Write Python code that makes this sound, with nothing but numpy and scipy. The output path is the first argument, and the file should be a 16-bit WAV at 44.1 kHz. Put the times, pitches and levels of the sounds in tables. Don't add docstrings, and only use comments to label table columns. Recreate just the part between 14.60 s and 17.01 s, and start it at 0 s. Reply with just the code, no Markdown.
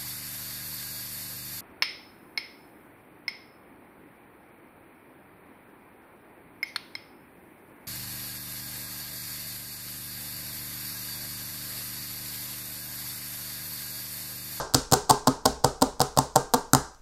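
import sys
import numpy as np
from scipy import signal
from scipy.fft import rfft, irfft
from scipy.io import wavfile

SR = 44100
rng = np.random.default_rng(int(sys.argv[2]) if len(sys.argv) > 2 else 0)


def persist_wave(psi):
    counts = np.round(np.clip(psi, -1, 1) * 32767).astype(np.int16)
    wavfile.write(sys.argv[1], SR, np.atleast_2d(counts).T)


def boost_factor(decibels):
    exponent = np.asarray(decibels, float) / 20
    return 10 ** exponent


N = 106413
LEAD = 4410


def read(points, hz):
    f, value = np.transpose(points)
    return np.interp(np.log(hz + 1), np.log(f + 1), value)


def ring(modes, seconds, detune, scatter_db):
    hz, db, t60 = np.transpose(modes)[:, :, None]
    t = np.arange(round(seconds * SR)) / SR
    level_luck, pitch_luck = rng.standard_normal((2, len(modes), 1))
    fade = boost_factor(db + scatter_db * level_luck - 60 * t / t60)
    return (fade * np.sin(2 * np.pi * hz * (1 + detune * pitch_luck) * t)).sum(0)


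def die_away(x, seconds):
    return x * np.exp(-np.arange(len(x)) / SR / seconds)


def high_pass(x, order, edge_hz):
    return signal.sosfilt(signal.butter(order, edge_hz, "high", fs=SR, output="sos"), x)


def weigh(modes, weights):
    return [(hz, db + read(weights, hz), t60) for hz, db, t60 in modes]


def retune(modes, ratio):
    return [(hz * ratio, db, t60) for hz, db, t60 in modes]


# [f/Hz, level per Hz/dB]
HUSH_COLOUR = [(30, 3), (70, -9), (130, -20), (1000, -28), (2500, -37), (12000, -42), (15700, -50),
               (15900, -76)]


def hush():
    level_db = -53
    colour = boost_factor(read(HUSH_COLOUR, np.fft.rfftfreq(N, 1 / SR)))
    x = irfft(rfft(rng.standard_normal(N)) * colour, N)
    return boost_factor(level_db) * x / x.std()


# [f/Hz, time to fall 60 dB/s]
ROOM_FADE = [(100, 0.31), (400, 0.35), (1100, 0.4441), (2900, 0.34), (6000, 0.43), (9000, 0.33),
             (14000, 0.22)]
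# [f/Hz, level/dB]
ROOM_LEVEL = [(100, -13.5), (430, -6.5), (640, -12), (1100, -8), (2100, -4.5), (5000, -7.5), (9000, -11.5),
              (14000, -22.5)]


def room(lanes):
    start_s, top_hz = 0.00044, 15780
    taps = rng.standard_normal((3, SR // 2))
    hz, t, z = signal.stft(taps, SR, nperseg=512)
    t60 = read(ROOM_FADE, hz)[:, None]
    fade = boost_factor(read(ROOM_LEVEL, hz)[:, None] - 60 * t / t60)
    even_energy = np.sqrt(2 * np.log(1000) / (t60 * SR))
    tail = signal.istft(z * fade * even_energy, SR, nperseg=512)[1]
    tail = tail * np.clip(np.arange(tail.shape[1]) / SR / start_s - .5, 0, 1)
    wet = signal.fftconvolve(lanes, tail, axes=1)[:, :lanes.shape[1]].sum(0)
    return signal.sosfilt(signal.ellip(10, .5, 70, top_hz, fs=SR, output="sos"), wet)


# [f/Hz, level/dB, time to fall 60 dB/s]
CABINET_RINGS = [(63.5, -25.5, 0.39), (38.5, -26.5, 0.41)]


def cabinet(thud_db):
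    rise_s = 0.028
    hum = boost_factor(thud_db) * ring(CABINET_RINGS, .5, .024, 1.5)
    return hum - die_away(hum, rise_s)


# [f/Hz, level/dB, time to fall 60 dB/s]
KNOCK_RINGS = [(960, 1, 0.011), (492.5, -17, 0.11), (631.6, -15, 0.065), (778.3, -10, 0.068),
               (895, -8.5, 0.054), (1047, -16.5, 0.05), (1194.6, -21, 0.15), (419.4, -28, 0.36),
               (570, -13.5, 0.013)]
# [f/Hz, level/dB, time to fall 60 dB/s]
THUD_RINGS = [(136.2, -1.5, 0.11), (262.9, -5.5, 0.088), (169, -2, 0.027)]
# [f/Hz, level/dB, time to fall 60 dB/s]
CLACK_RINGS = [(1360, -4.5, 0.012), (1790, -27, 0.019), (1471, -28, 0.12)]
# [f/Hz, level/dB, time to fall 60 dB/s]
SUSTAIN_RINGS = [(825, -35, 0.3), (1270, -22.5, 0.22), (1580, -28, 0.5), (340, -36, 0.17), (479, -33, 0.47)]


def slab(weights, linger, tick_db, knock_db, thud_db):
    detune, scatter_db, push_s, edge_hz = .006, 1.5, 0.00034, 237
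    x = boost_factor(knock_db) * ring(weigh(KNOCK_RINGS, weights), .5, detune, scatter_db)
    x = x + boost_factor(4.5 + thud_db) * ring(weigh(THUD_RINGS, weights), .5, detune, scatter_db / 2)
    x = x + boost_factor(tick_db) * ring(weigh(CLACK_RINGS, weights), .5, 2 * detune, scatter_db)
    x = x + boost_factor(knock_db) * ring(weigh(SUSTAIN_RINGS, weights) + [linger], .5, 0, 0)
    t = np.arange(64) / SR
    push = np.exp(-.5 * ((t - 2 * push_s) / (push_s / 2)) ** 2)
    pushed = signal.oaconvolve(x, push / push.sum())[16:16 + len(x)]
    return high_pass(pushed, 2, edge_hz)


# [f/Hz, level/dB, time to fall 60 dB/s]
LOW_NAIL_RINGS = [(4310, 8, 0.0019), (4840, 0, 0.0089), (5240, 7.5, 0.0022)]
# [f/Hz, level/dB, time to fall 60 dB/s]
HIGH_NAIL_RINGS = [(6750, -13.5, 0.017), (7196, 10, 0.0021), (8350, -1.5, 0.0081), (11300, -1, 0.0026),
                   (12430, -7, 0.0039), (15400, -53, 0.0041)]


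def nail(ratio, tick_db, bright_db):
    detune, scatter_db, edge_hz = 0.037, -4, 4135
    low = ring(retune(LOW_NAIL_RINGS, ratio), .02, detune, scatter_db)
    high = ring(retune(HIGH_NAIL_RINGS, ratio), .02, detune, scatter_db)
    tick = boost_factor(-bright_db / 2) * low + boost_factor(bright_db / 2) * high
    tick = high_pass(tick, 3, edge_hz)
    return -boost_factor(2 + tick_db) * tick / abs(tick).max()


def strike(weights, linger, ratio, tick_db, bright_db, knock_db, thud_db):
    edge_s, body_s, dip_hz, dip_q = 0.00014, 0.0091, 381, 4.03
    tick = nail(ratio, tick_db, bright_db)
    edge = die_away(tick, edge_s)
    edge = edge * tick.std() / edge.std()
    low = slab(weights, linger, tick_db, knock_db, thud_db) + cabinet(thud_db)
    body = die_away(low, body_s)
    low = signal.lfilter(*signal.iirnotch(dip_hz, dip_q, SR), low)
    pad = (0, len(low) - len(tick))
    return low + np.pad(tick, pad), body + np.pad(edge, pad)


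# [t/s, second thud level/dB, low knock level/dB, hollow knock level/dB, middle knock level/dB]
LOW_SPOTS = [(-.05, -4, -8.5, 1, -0.5), (.13, 3.5, 0, -1, -2), (.31, -1, 7, 1.5, 2),
             (.49, -2, 4.5, -21, -2.5), (.66, 1, 0.5, 2.5, -15), (.85, -2, -1, 3, 4.5),
             (1.03, -2.5, 2, 1, 5), (1.21, 2, -2.5, 8, -1.5), (1.39, -0.5, 1.5, -3, 1.5),
             (1.56, -0.5, -1.5, 3.5, 0), (1.75, -7.5, -1, 1, -0.5), (1.93, 3, -2.5, -4, -2.5),
             (2.12, -1, 0.5, 1, 1)]
# [t/s, main knock level/dB, upper knock level/dB, top knock level/dB, clack level/dB]
HIGH_SPOTS = [(-.05, -2, 5, 7.5, 1), (.13, -3, -7, -2, 0.5), (.31, 1.5, -4.5, -3, -1),
              (.49, -0.5, 1.5, -7, -5.5), (.66, 3, 3, -0.5, -1.5), (.85, 0.5, -5, -8, -2.5),
              (1.03, -4.5, -8, 7, -2.5), (1.21, 2.5, -8, 0, -5), (1.39, -1.5, 4, 4, -1.5),
              (1.56, -1, 5, -1.5, -7), (1.75, -1.5, -3.5, 1, 0.5), (1.93, 1, 3.5, -1.5, 0.5),
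              (2.12, -3, 0, -1, 5)]
SPOT_PITCHES = [150, 265, 460, 610, 780, 930, 1060, 1200, 1400]
# [t/s, ring f/Hz, ring level/dB, nail f/Hz]
HANGING_RINGS = [(-.05, 1050, -24, 5070), (.13, 1740, -23, 4980), (.31, 1210, -34, 5040),
                 (.49, 1039, -22.5, 4990), (.66, 1265, -24, 4990), (.85, 717, -22, 4957),
                 (1.03, 1260, -18, 5067), (1.21, 1247, -29, 5035), (1.39, 751, -27, 4930),
                 (1.56, 616, -26, 5020), (1.75, 692, -24, 5040), (1.93, 1157, -29.5, 4970),
                 (2.12, 1690, -21, 5000)]


def spot(s):
    linger_t60, usual_nail_hz = 0.31, 5000
    k = max(k for k, row in enumerate(LOW_SPOTS) if row[0] <= s + .004)
    levels = (0, *LOW_SPOTS[k][1:], *HIGH_SPOTS[k][1:])
    _, hz, db, nail_hz = HANGING_RINGS[k]
    return list(zip(SPOT_PITCHES, levels)), (hz, db, linger_t60), nail_hz / usual_nail_hz


# [t/s, tick level/dB,
# brightness level/dB, knock level/dB, thud level/dB]
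NAIL_STRIKES = [(0.1383, -12, 2, -32, -33), (0.143, -26.5, 0, -34, -43), (0.1446, -10, 2, -48, -19),
                (0.1459, -6, -1.5, -11, -22.5), (0.1465, -4, -6, -16, -15.5), (0.149, -1.5, 0, -16.5, -13.5),
                (0.3147, -16, 13, -29.5, -31), (0.322, -11, -5, -15, -20.5), (0.3237, -3, 2, -14, -8.5),
                (0.3335, -4, 4, -8.5, -17.5), (0.3354, -13, -9, -17.5, -52), (0.3361, -5.5, -2, -8.5, -15.5),
                (0.3387, -3.5, 12, -12.5, -25), (0.3402, -10, -1, -41, -32), (0.4943, -21, 4, -18.5, -28),
                (0.4968, -6.5, 5, -11, -21), (0.4994, -7, 0, -7.5, -13.5), (0.5021, -7.5, 3, -3.5, -15.5),
                (0.5066, -12, 7, -13, -47), (0.5082, -6.5, -3, -14, -38), (0.5091, -7.5, -1.5, -5.5, -18),
                (0.5102, -7, 7, -8.5, -33),
                (0.6707, -25, 4, -28, -38), (0.6732, -6, 1, -6, -19), (0.676, -9.5, -3, -13, -17),
                (0.6809, -10, -4, -11, -11.5), (0.8533, -27, 3, -30, -33), (0.8554, -17, 0, -26, -48),
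                (0.8563, -5.5, 2.5, -10, -11.5), (0.8584, -12, 9, -23, -26), (0.859, -10.5, 1, -9.5, -13.5),
                (0.861, -4.5, 5, -7.5, -14.5), (0.8626, -18, 9, -43, -37), (1.0389, -32, -6, -26, -38),
                (1.0416, -19, 7, -29, -55), (1.0448, -9.5, -6, -5.5, -17.5),
                (1.0459, -37, 16, -13.5, -22.5), (1.0469, -5.5, -4, -7, -13), (1.0475, -12, -6, -32, -43),
                (1.2136, -20, 7, -33, -32), (1.2188, -18.5, 1, -21.5, -26.5), (1.22, -15, 13, -15.5, -16.5),
                (1.221, -10, -3.5, -13.5, -25), (1.2238, -7.5, -0.5, -6, -13),
                (1.2252, -13.5, 10, -45, -43), (1.226, -8.5, -2, -12.5, -40),
                (1.3965, -22.5, 10, -32, -37), (1.4033, -22, -12, -11, -20), (1.4047, -9, -4, -13.5, -18.5),
               (1.4127, -29, 6, -40, -29), (1.4151, -7, 0.5, -12.5, -23), (1.4177, -6, 4.5, -14.5, -18),
               (1.5662, -28, 9, -30, -36), (1.5736, -12.5, -7, -10.5, -20), (1.5752, -12, -2, -13.5, -19),
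               (1.5846, -17, 0, -32, -32), (1.5875, -8.5, 6, -9.5, -19), (1.5886, -4.5, 2.5, -9.5, -16),
               (1.5897, -14.5, -6, -19, -53), (1.7557, -22, 11, -20, -27), (1.7594, -4, 12, -7.5, -18.5),
               (1.7606, -5.5, 6, -8, -25), (1.7622, -16, 15, -16, -40), (1.7659, -10.5, 2, -6.5, -15.5),
                (1.9377, -5, 5, -11, -23.5), (1.9394, -26.5, -4, -42, -24), (1.9419, -7, 9, -8.5, -18),
              (1.9436, -20, 10, -28, -48), (1.9444, -14, 0, -11, -23), (1.9462, -11, -4, -13, -20.5),
              (2.1337, -1, 14, -14.5, -10.5), (2.1345, -3, 10, -25, -29), (2.135, -3, 14, -10.5, -39),
              (2.1469, -26, 11, -43, -18), (2.1488, -5.5, 2, -6, -44), (2.1491, -22, 11, -42, -16.5),
                (-.045, -1.5, 10, -2, -36),
    (-.036, -3, -21, -3, -11),
    (.147, -11.5, -24, -52, -17.5),
    (.1486, -6, 20, -9, -44),
    (2.1498, -3.5, 7, -11, -18),
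    (2.348, -43.5, -9, -49, -57),
]


def hands():
    near = np.zeros(N + LEAD + SR)
    lanes = np.zeros((3, N + LEAD + SR))
    strikes = NAIL_STRIKES
    for k, (s, *levels) in enumerate(strikes):
        direct, spill = strike(*spot(s), *levels)
        at = LEAD + round(s * SR)
        near[at:at + len(direct)] += direct
        lanes[k % 3, at:at + len(spill)] += spill
    return near, lanes


def scene():
    near, lanes = hands()
    drumming = (near + room(lanes))[LEAD:LEAD + N]
    return (drumming + hush())[None]


def roll_off(x):
    return signal.sosfilt(signal.butter(12, 16830, fs=SR, output="sos"), x)


def record(dry):
    ceiling, top_hz = 1.37, 16400
    ring_hz, ring_db, ring_s = 12185, -63, 0.012
    x = ceiling * np.tanh(dry / ceiling)
    x = signal.oaconvolve(x, signal.firwin(255, top_hz, window=("kaiser", 9), fs=SR)[None], "same")
    t = np.arange(-2000, 2001) / SR
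    ringing = boost_factor(ring_db) * np.exp(-abs(t) / ring_s) * np.cos(2 * np.pi * ring_hz * t)
    x = x + signal.oaconvolve(x, ringing[None], "same")
    return roll_off(x)


dry = scene()
out = record(dry)
persist_wave(out)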